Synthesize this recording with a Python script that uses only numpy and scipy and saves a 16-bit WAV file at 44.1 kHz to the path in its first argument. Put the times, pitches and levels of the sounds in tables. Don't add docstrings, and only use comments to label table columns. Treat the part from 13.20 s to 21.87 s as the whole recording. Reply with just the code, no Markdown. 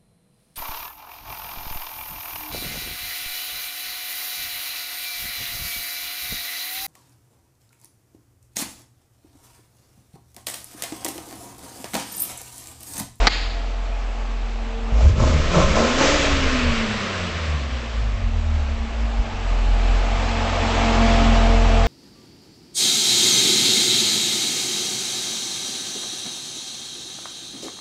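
import sys
import numpy as np
from scipy import signal
from scipy.fft import rfft, irfft, next_fast_len
from scipy.io import wavfile
from scipy.ndimage import uniform_filter1d

SR = 44100
rng = np.random.default_rng(int(sys.argv[2]) if len(sys.argv) > 2 else 0)


def voltage_ratio(decibels):
    exponent = np.asarray(decibels, float) / 20
    return 10 ** exponent


def to_wav(sig):
    pcm = np.clip(np.atleast_2d(sig), -1, 1) * 32767
    pcm = np.round(pcm).astype(np.int16)
    wavfile.write(sys.argv[1], SR, pcm.T)


N = 382347


def rms_one(x):
    return x / np.sqrt(np.mean(x ** 2) + 1e-20)


def evened(x, window_s):
    return x / np.sqrt(uniform_filter1d(x ** 2, size=int(window_s * SR)) + 1e-12)


def in_time(rows):
    times, *columns = np.transpose(rows)
    return [np.interp(np.arange(N) / SR, times, column) for column in columns]


def lag(x, seconds):
    r = np.exp(-1 / (seconds * SR))
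    return signal.lfilter([1 - r], [1, -r], x - x[0]) + x[0]


def drift(rate_hz):
    r = np.exp(-2 * np.pi * rate_hz * 40 / SR)
    slow = signal.lfilter([1], [1, -2 * r, r * r], rng.standard_normal(N // 40 + 2002))[2000:]
    return np.interp(np.arange(N) / 40, np.arange(len(slow)), rms_one(slow))


def resonances(x, modes):
    out = 0
    for k, (hz, width_hz, level_db) in enumerate(modes):
        r = np.exp(-np.pi * width_hz / SR)
        numerator = [(1 - r * r) / 2, 0, (r * r - 1) / 2]
        denominator = [1, -2 * r * np.cos(2 * np.pi * hz / SR), r * r]
        out = out + (-1) ** k * voltage_ratio(level_db) * signal.lfilter(numerator, denominator, x)
    return out


# (time [s], firing rate [1/s])
ENGINE_SPEED = [(0, 41.8), (.5, 43), (1.67, 42.4), (1.8, 55), (1.88, 75), (1.96, 100), (2.16, 144),
                (2.3, 168), (2.42, 180), (2.55, 215), (2.82, 271), (2.95, 297), (3.12, 278), (3.45, 241.5),
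                (4.0, 179), (4.29, 153.4), (4.51, 127.6), (4.81, 107), (5.11, 81.4), (5.42, 73.5),
                (5.6, 63), (5.92, 49.7), (6.05, 46.6), (6.19, 44.6), (6.32, 42.2), (6.95, 44.2),
                (7.36, 44.2), (7.9, 43.1), (8.67, 42.5)]


def firing_rate():
    return uniform_filter1d(in_time(ENGINE_SPEED)[0], size=SR // 14)


# (time [s], bay noise [dB], firing and half-rate tones [dB], double-rate tone [dB])
HEARD_LEVELS = [(0, 13, 9, -2), (.07, 15, -2, -12), (.09, -0.5, -9.5, -2), (1.1, -0.1, -8, -7.5),
                (1.6, 0, -10.5, -6), (1.8, 2.35, -1.8, 0.5), (5.0, 1.58, 1.1, -6.8), (5.6, 2, -1, -4),
                (6.12, 3.5, -1.5, 5), (6.8, 8.5, -0.5, 9.5), (7.49, 14, -4, 14), (7.92, 16.5, -1, 19),
                (8.32, 14, 2.7, 15.5), (8.67, 13, -.5, 17)]


def levels_as_heard():
    return in_time(HEARD_LEVELS)


# (frequency [Hz], width [Hz], tone level on the peak [dB])
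TONE_STANDING_WAVES = [(32, 4, -24.5), (38.7, 6.9, -24), (42.91, 2.84, -18), (47.8, 0.46, -14.5),
                       (48.8, 4.4, -21.5), (53.5, 4, -19), (63.3, 2.4, -22.5), (73.6, 15, -19.5),
                       (90.6, 13, -30.5), (105.7, 2.7, -29), (132, 6, -45), (145.6, 18, -35),
                       (173, 14, -34), (198, 10, -35.5), (215.5, 7.6, -27.5), (241, 38, -25.5),
                       (277, 58, -31), (410, 200, -30.5)]


def boom_db(hz):
    power = sum(voltage_ratio(2 * db) / (1 + (2 * (hz - centre) / width) ** 2) ** 2
                for centre, width, db in TONE_STANDING_WAVES)
    return 10 * np.log10(power)


HALF_DB, DOUBLE_DB = -2.5, -11
HALF_FOLLOWS, DOUBLE_FOLLOWS = 0.29, 0.31


def tone_levels(per_s, tone_gain_db):
    _, low_db, high_db = levels_as_heard()
    even = np.clip((48.5 - per_s) / 4.0, 0, 1)
    firing_db = boom_db(per_s) + low_db + tone_gain_db
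    half_db = boom_db(per_s / 2) + low_db + HALF_DB + HALF_FOLLOWS * tone_gain_db - 35 * even
    double_db = boom_db(2 * per_s) + high_db + DOUBLE_DB + DOUBLE_FOLLOWS * tone_gain_db
    return firing_db, half_db, double_db


# (multiple of the firing rate [1], level against the firing tone, itself counted as -31 dB at most [dB])
WEAK_TONES = [(2 / 3, -13.5), (4 / 3, -25)]


def exhaust_tones(per_s, phase, load, tone_db, half_db, double_db):
    shaken = phase + .9 * load * drift(14)
    out = voltage_ratio(tone_db) * np.sin(shaken)
    out += voltage_ratio(half_db) * np.sin(shaken / 2 + 1)
    out += voltage_ratio(double_db) * np.sin(2 * shaken + 2)
    fast = np.clip((per_s - 45) / 40, 0, 1)
    out += voltage_ratio(double_db - 13) * (1 - fast) * np.sin(3 * phase)
    for multiple, level_db in WEAK_TONES:
        weak_db = np.minimum(tone_db, -31) + level_db + 3 * drift(3)
        out += voltage_ratio(weak_db) * fast * (1 - load) * np.sin(multiple * phase)
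    flutter_db = (1.5 + 2.6 * load) * drift(22)
    return np.sqrt(2) * out * voltage_ratio(flutter_db)


# (frequency [Hz], width [Hz], gain [dB])
LINGERING_WAVES = [(36.7, 3, -3), (45.3, 1.8, -12), (53.8, 1.9, -2), (75.1, 2.8, -4.5)]


def ringing(tones):
    return resonances(tones, LINGERING_WAVES)


CYLINDER_PULSES = [-2.5, -7.5, -11, -7, -9.5, -9.5]


def firings(phase, spread_db):
    count = np.maximum.accumulate(np.abs(phase) // (2 * np.pi)).astype(int)
    at = np.flatnonzero(np.diff(count)) + 1
    clicks = np.full(N, 1e-18)
    chance_db = spread_db * rng.standard_normal(2000)[:len(at)]
    clicks[at] = voltage_ratio(np.array(CYLINDER_PULSES)[count[at] % 6] + chance_db)
    return clicks


# (frequency [Hz], width [Hz], relative level [dB])
LOW_STANDING_WAVES = [(19, 9.3, 13.5), (29.6, 4.8, 3), (51, 13, 1.5), (77, 15, 4), (98, 15, -13),
                      (143.3, 13, -4.5), (186, 8, -11.5)]


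def rumble(phase):
    clicks = firings(phase + 1.5 * drift(52), spread_db=10.5)
    uneven = evened(clicks - uniform_filter1d(clicks, size=2000), 0.092)
    turbulence = 1.1 * rng.standard_normal(N)
    booming = resonances(uneven + turbulence, LOW_STANDING_WAVES)
    low = signal.sosfilt(signal.butter(2, 260, fs=SR, output="sos"), booming)
    return evened(low, 0.47)


# (frequency [Hz], relative level per hertz [dB])
IDLE_SPECTRUM = [(140, -18), (190, -11), (260, -6), (330, -13), (480, -12), (610, -6.5), (700, -9.5),
                 (820, -5.5), (980, -13.5), (1120, -9.5), (1460, -15), (1900, -18), (2400, -16),
                 (3300, -21), (7070, -32.5), (8860, -34.5)]
REV_SPECTRUM = [(150, -8.5), (300, -9.5), (560, -3), (850, -12.5), (1100, -5.5), (1500, -7.5), (2400, -7.5),
                (3500, -12), (5580, -19.5), (7300, -25.5), (8860, -24)]


def bay_noise(per_s, patchy_db):
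    growl_and_hiss = [0, 0]
    edges = 146 * 2 ** (np.arange(31) / 5)
    revving = np.clip((per_s - 45) / 120, 0, 1)
    white, together = rng.standard_normal((2, N)), drift(3.7)
    for k, (low, high) in enumerate(zip(edges, edges[1:])):
        band = signal.sosfilt(signal.butter(2, [low, high], "band", fs=SR, output="sos"), white[k % 2])
        hz = np.sqrt(low * high)
        idle_db, rev_db = [np.interp(np.log(hz), np.log(np.array(colour)[:, 0]), np.array(colour)[:, 1])
                           for colour in (IDLE_SPECTRUM, REV_SPECTRUM)]
        patches_db = patchy_db * (0.54 * together + drift(9.0))
        growl_and_hiss[int(hz > 1500)] += voltage_ratio(idle_db + revving * (rev_db - idle_db) + patches_db) * band
    return [evened(part, 0.62) for part in growl_and_hiss]


# (firing rate [1/s], growl level [dB], hiss level [dB])
COASTING_NOISE = [(43, -39, -42.5), (94, -41, -42.5), (127, -38.5, -38), (177, -34, -33.5), (237, -31, -29),
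                  (300, -32.5, -27.5)]


def coasting_levels(per_s):
    speeds, growl_db, hiss_db = np.transpose(COASTING_NOISE)
    return np.interp(per_s, speeds, growl_db), np.interp(per_s, speeds, hiss_db)


# (time [s], blade tone [dB], second multiple [dB], third multiple [dB])
FAN_LEVELS = [(0, -44, -34, -28), (.12, -57, -49.5, -49), (.7, -51, -48, -42.5), (1.23, -44, -54.5, -53),
              (1.74, -35.5, -39.5, -58), (2.4, -41, -44, -40), (3.2, -37, -40, -56),
              (4.4, -44, -55.5, -58.5), (5.6, -36.5, -52, -49.5), (6.62, -41, -43.5, -43),
              (7.4, -31, -42.5, -35), (7.87, -22.5, -30.5, -24.5), (8.11, -20.5, -43, -30),
              (8.3, -25, -28, -29.5), (8.67, -28.5, -32, -28)]


def fan():
    levels_db = in_time(FAN_LEVELS)
    blade_hz = 227.8 + 0.3946 * drift(0.748) + 0.68 * drift(4.9)
    phase = 2 * np.pi * np.cumsum(blade_hz) / SR
    levels_db.append(levels_db[2] - 15)
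    return np.sqrt(2) * sum(voltage_ratio(db + 2.1 * drift(6.1)) * np.sin((k + 1) * phase)
                            for k, db in enumerate(levels_db))


# (frequency [Hz], width [Hz], gain [dB])
CLACK_RESONANCES = [(308, 150, -3), (770, 130, 2.5), (1380, 1200, -1), (2170, 500, 2.5), (3080, 340, -3),
                    (4630, 540, 0.5), (7400, 1200, -22.5)]
CLACK_S, CLACK_DB, REBOUND_S, REBOUND_LOSS_DB = .0695, 14, .0047, 8.5


def clack():
    blows, k = np.full(N, 1e-18), np.arange(5)
    blows[((CLACK_S + REBOUND_S * k) * SR).astype(int)] = voltage_ratio(CLACK_DB - REBOUND_LOSS_DB * k)
    decay = np.exp(-1 / (0.0022 * SR))
    cracks = signal.lfilter([1], [1, -decay], blows) * rng.choice([-1, 1], N)
    return resonances(cracks + 1e-18, CLACK_RESONANCES), blows


def bright_knock(blows):
    ring = resonances(blows, [(1920, 1200, 0), (4640, 930, 0.83)])
    ring = signal.sosfilt(signal.butter(6, 5300, fs=SR, output="sos"), ring)
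    return ring + resonances(blows, [(6800, 740, -12.5)])


GARAGE_T60_S, WALL_CUT_HZ = 1, 20000


def garage(x):
    n = next_fast_len(N + 2 * SR)
    turns = -2j * np.pi * np.arange(n // 2 + 1) / n
    dull = np.exp(-2 * np.pi * WALL_CUT_HZ / SR)
    walls = (1 - dull) / (1 - dull * np.exp(turns))
    answer = 0
    for k, delay in enumerate(np.geomspace(.023, .071, 10) * SR // 1):
        loop = voltage_ratio(-60 * delay / SR / GARAGE_T60_S) * walls * np.exp(turns * delay)
        answer = answer + (-1) ** k * loop / (1 - loop)
    for delay in (71, 191, 421):
        late = np.exp(turns * delay)
        answer = answer * (late - .65) / (1 - .65 * late)
    return irfft(rfft(x, n) * answer, n)[:N]


# (start [s], rise time [s], time constant of decay [s], growl gain [dB], hiss gain [dB], tone gain [dB])
SURGES = [(1.66, 0.2, .03, 12, 9.5, 21), (1.928, 0.086, 0.13, 15, 6, 23),
          (2.281, 0.092, 0.097, 16.5, 4.5, 18.5), (2.545, 0.015, 0.12, 13, 1.5, -8),
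          (2.75, 0.064, 0.19, 12.5, 4.5, 6.5), (2.999, 0.031, .2, 6.5, -0.5, 3)]
HELD_S, TONES_HELD_S = .03, 0.052


def surge_gains():
    t = np.arange(N) / SR
    gains_db = []
    for column, held_s in ((3, HELD_S), (4, HELD_S), (5, TONES_HELD_S)):
        surges = []
        for row in SURGES:
            start_s, rise_s, decay_s = row[:3]
            risen = np.clip((t - start_s) / rise_s, 0, 1)
            since_hold = np.maximum(t - start_s - rise_s - held_s, 0)
            surges.append(row[column] * risen * np.exp(-since_hold / decay_s))
        gains_db.append(np.max(surges, axis=0))
    return gains_db


FIRST_PROD_S, BURBLE_S = SURGES[0][0], SURGES[-1][0]
RUMBLE_RISE_S, RUMBLE_HOLD_S, RUMBLE_FALL_S = .26, 0.27, 0.65
RUMBLE_IDLE_DB, RUMBLE_REV_DB, RUMBLE_COAST_DB = -48, -19, -39.5


def rumble_level():
    return in_time([(FIRST_PROD_S, RUMBLE_IDLE_DB), (FIRST_PROD_S + RUMBLE_RISE_S, RUMBLE_REV_DB),
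                    (BURBLE_S + RUMBLE_HOLD_S, RUMBLE_REV_DB),
                    (BURBLE_S + RUMBLE_HOLD_S + RUMBLE_FALL_S, RUMBLE_COAST_DB)])[0]


FULL_LOAD_DB = 15
RAGGED_WHILE_CLIMBING, RAGGED_ON_SURGE = 0.31, 0.53


def raggedness():
    climbing, = in_time([(FIRST_PROD_S, 0), (FIRST_PROD_S + RUMBLE_RISE_S, 1),
                         (BURBLE_S, 1), (BURBLE_S + RUMBLE_HOLD_S, 0)])
    following = surge_gains()[0] / FULL_LOAD_DB
    return np.clip(RAGGED_WHILE_CLIMBING * climbing + RAGGED_ON_SURGE * following, 0, 1)


# (frequency [Hz], width [Hz], relative level [dB])
PIPE_RESONANCES = [(361, 110, -1), (540, 29, 7), (624, 34, 5), (878, 29, -3), (1036, 29, 0.5),
                   (1317, 43, -5)]


def intake_growl(phase):
    clicks = firings(phase + 1.2 * drift(60), spread_db=3.0)
    puffs = evened(signal.lfilter([1], [1, -.993], clicks), .1) * rng.standard_normal(N)
    return evened(resonances(evened(clicks, 0.3) + 3.6 * puffs, PIPE_RESONANCES), 0.04)


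def intake_rush():
    return rms_one(resonances(rng.standard_normal(N), [(5040, 2900, 0.4), (7340, 1700, -2.4)]))


def scene():
    per_s = firing_rate()
    phase = 2 * np.pi * np.cumsum(per_s) / SR
    growl_gain_db, hiss_gain_db, tone_gain_db = surge_gains()
    load = raggedness()
    bay_db = levels_as_heard()[0]
    growl_db, hiss_db = coasting_levels(per_s)
    growl_db = growl_db + bay_db + growl_gain_db
    hiss_db = hiss_db + bay_db + lag(hiss_gain_db, 0.013)

    smooth, hiss = bay_noise(per_s, patchy_db=0.84)
    growl = np.sqrt(load) * intake_growl(phase) + np.sqrt(1 - load) * smooth
    hiss = hiss + voltage_ratio(-3.0) * load * intake_rush()
    throb = 1 + 0.04 * np.cos(phase)
    tones = exhaust_tones(per_s, phase, load, *tone_levels(per_s, tone_gain_db))
    lumps_db = 4 * drift(5.0)
    engine = tones + ringing(tones) + voltage_ratio(rumble_level() + lumps_db) * rumble(phase)
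    engine = engine + throb * (voltage_ratio(growl_db) * growl + voltage_ratio(hiss_db) * hiss)

    knock, blows = clack()
    to_walls = .07 * tones + voltage_ratio(-24.0) * voltage_ratio(growl_db) * growl + voltage_ratio(-7.0) * bright_knock(blows)
    return (engine + fan() + knock + garage(to_walls))[None]


LIMIT_DB, LIMIT_RATIO = -14, 0.4
LIMIT_ATTACK_S, LIMIT_RELEASE_DB_PER_S = 0.0064, 90


def limiter(x):
    level_db = 10 * np.log10(uniform_filter1d(x ** 2, size=1500) + 1e-12)
    over_db = np.maximum(level_db - LIMIT_DB, 0)
    ramp = LIMIT_RELEASE_DB_PER_S * np.arange(N) / SR
    held_db = np.maximum.accumulate(over_db + ramp) - ramp
    return x * voltage_ratio(-LIMIT_RATIO * lag(held_db, LIMIT_ATTACK_S))


def band_limit(x):
    return signal.sosfilt(signal.butter(12, 9010, fs=SR, output="sos"), x)


def record(dry):
    x = limiter(dry[0])[None]
    x = signal.sosfilt(signal.butter(2, 20, "high", fs=SR, output="sos"), x)
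    x = .85 * np.tanh(x / .85)
    x = signal.sosfilt(signal.cheby2(10, 50, 9200, fs=SR, output="sos"), x)
    return band_limit(x)


dry = scene()
out = record(dry)
to_wav(out)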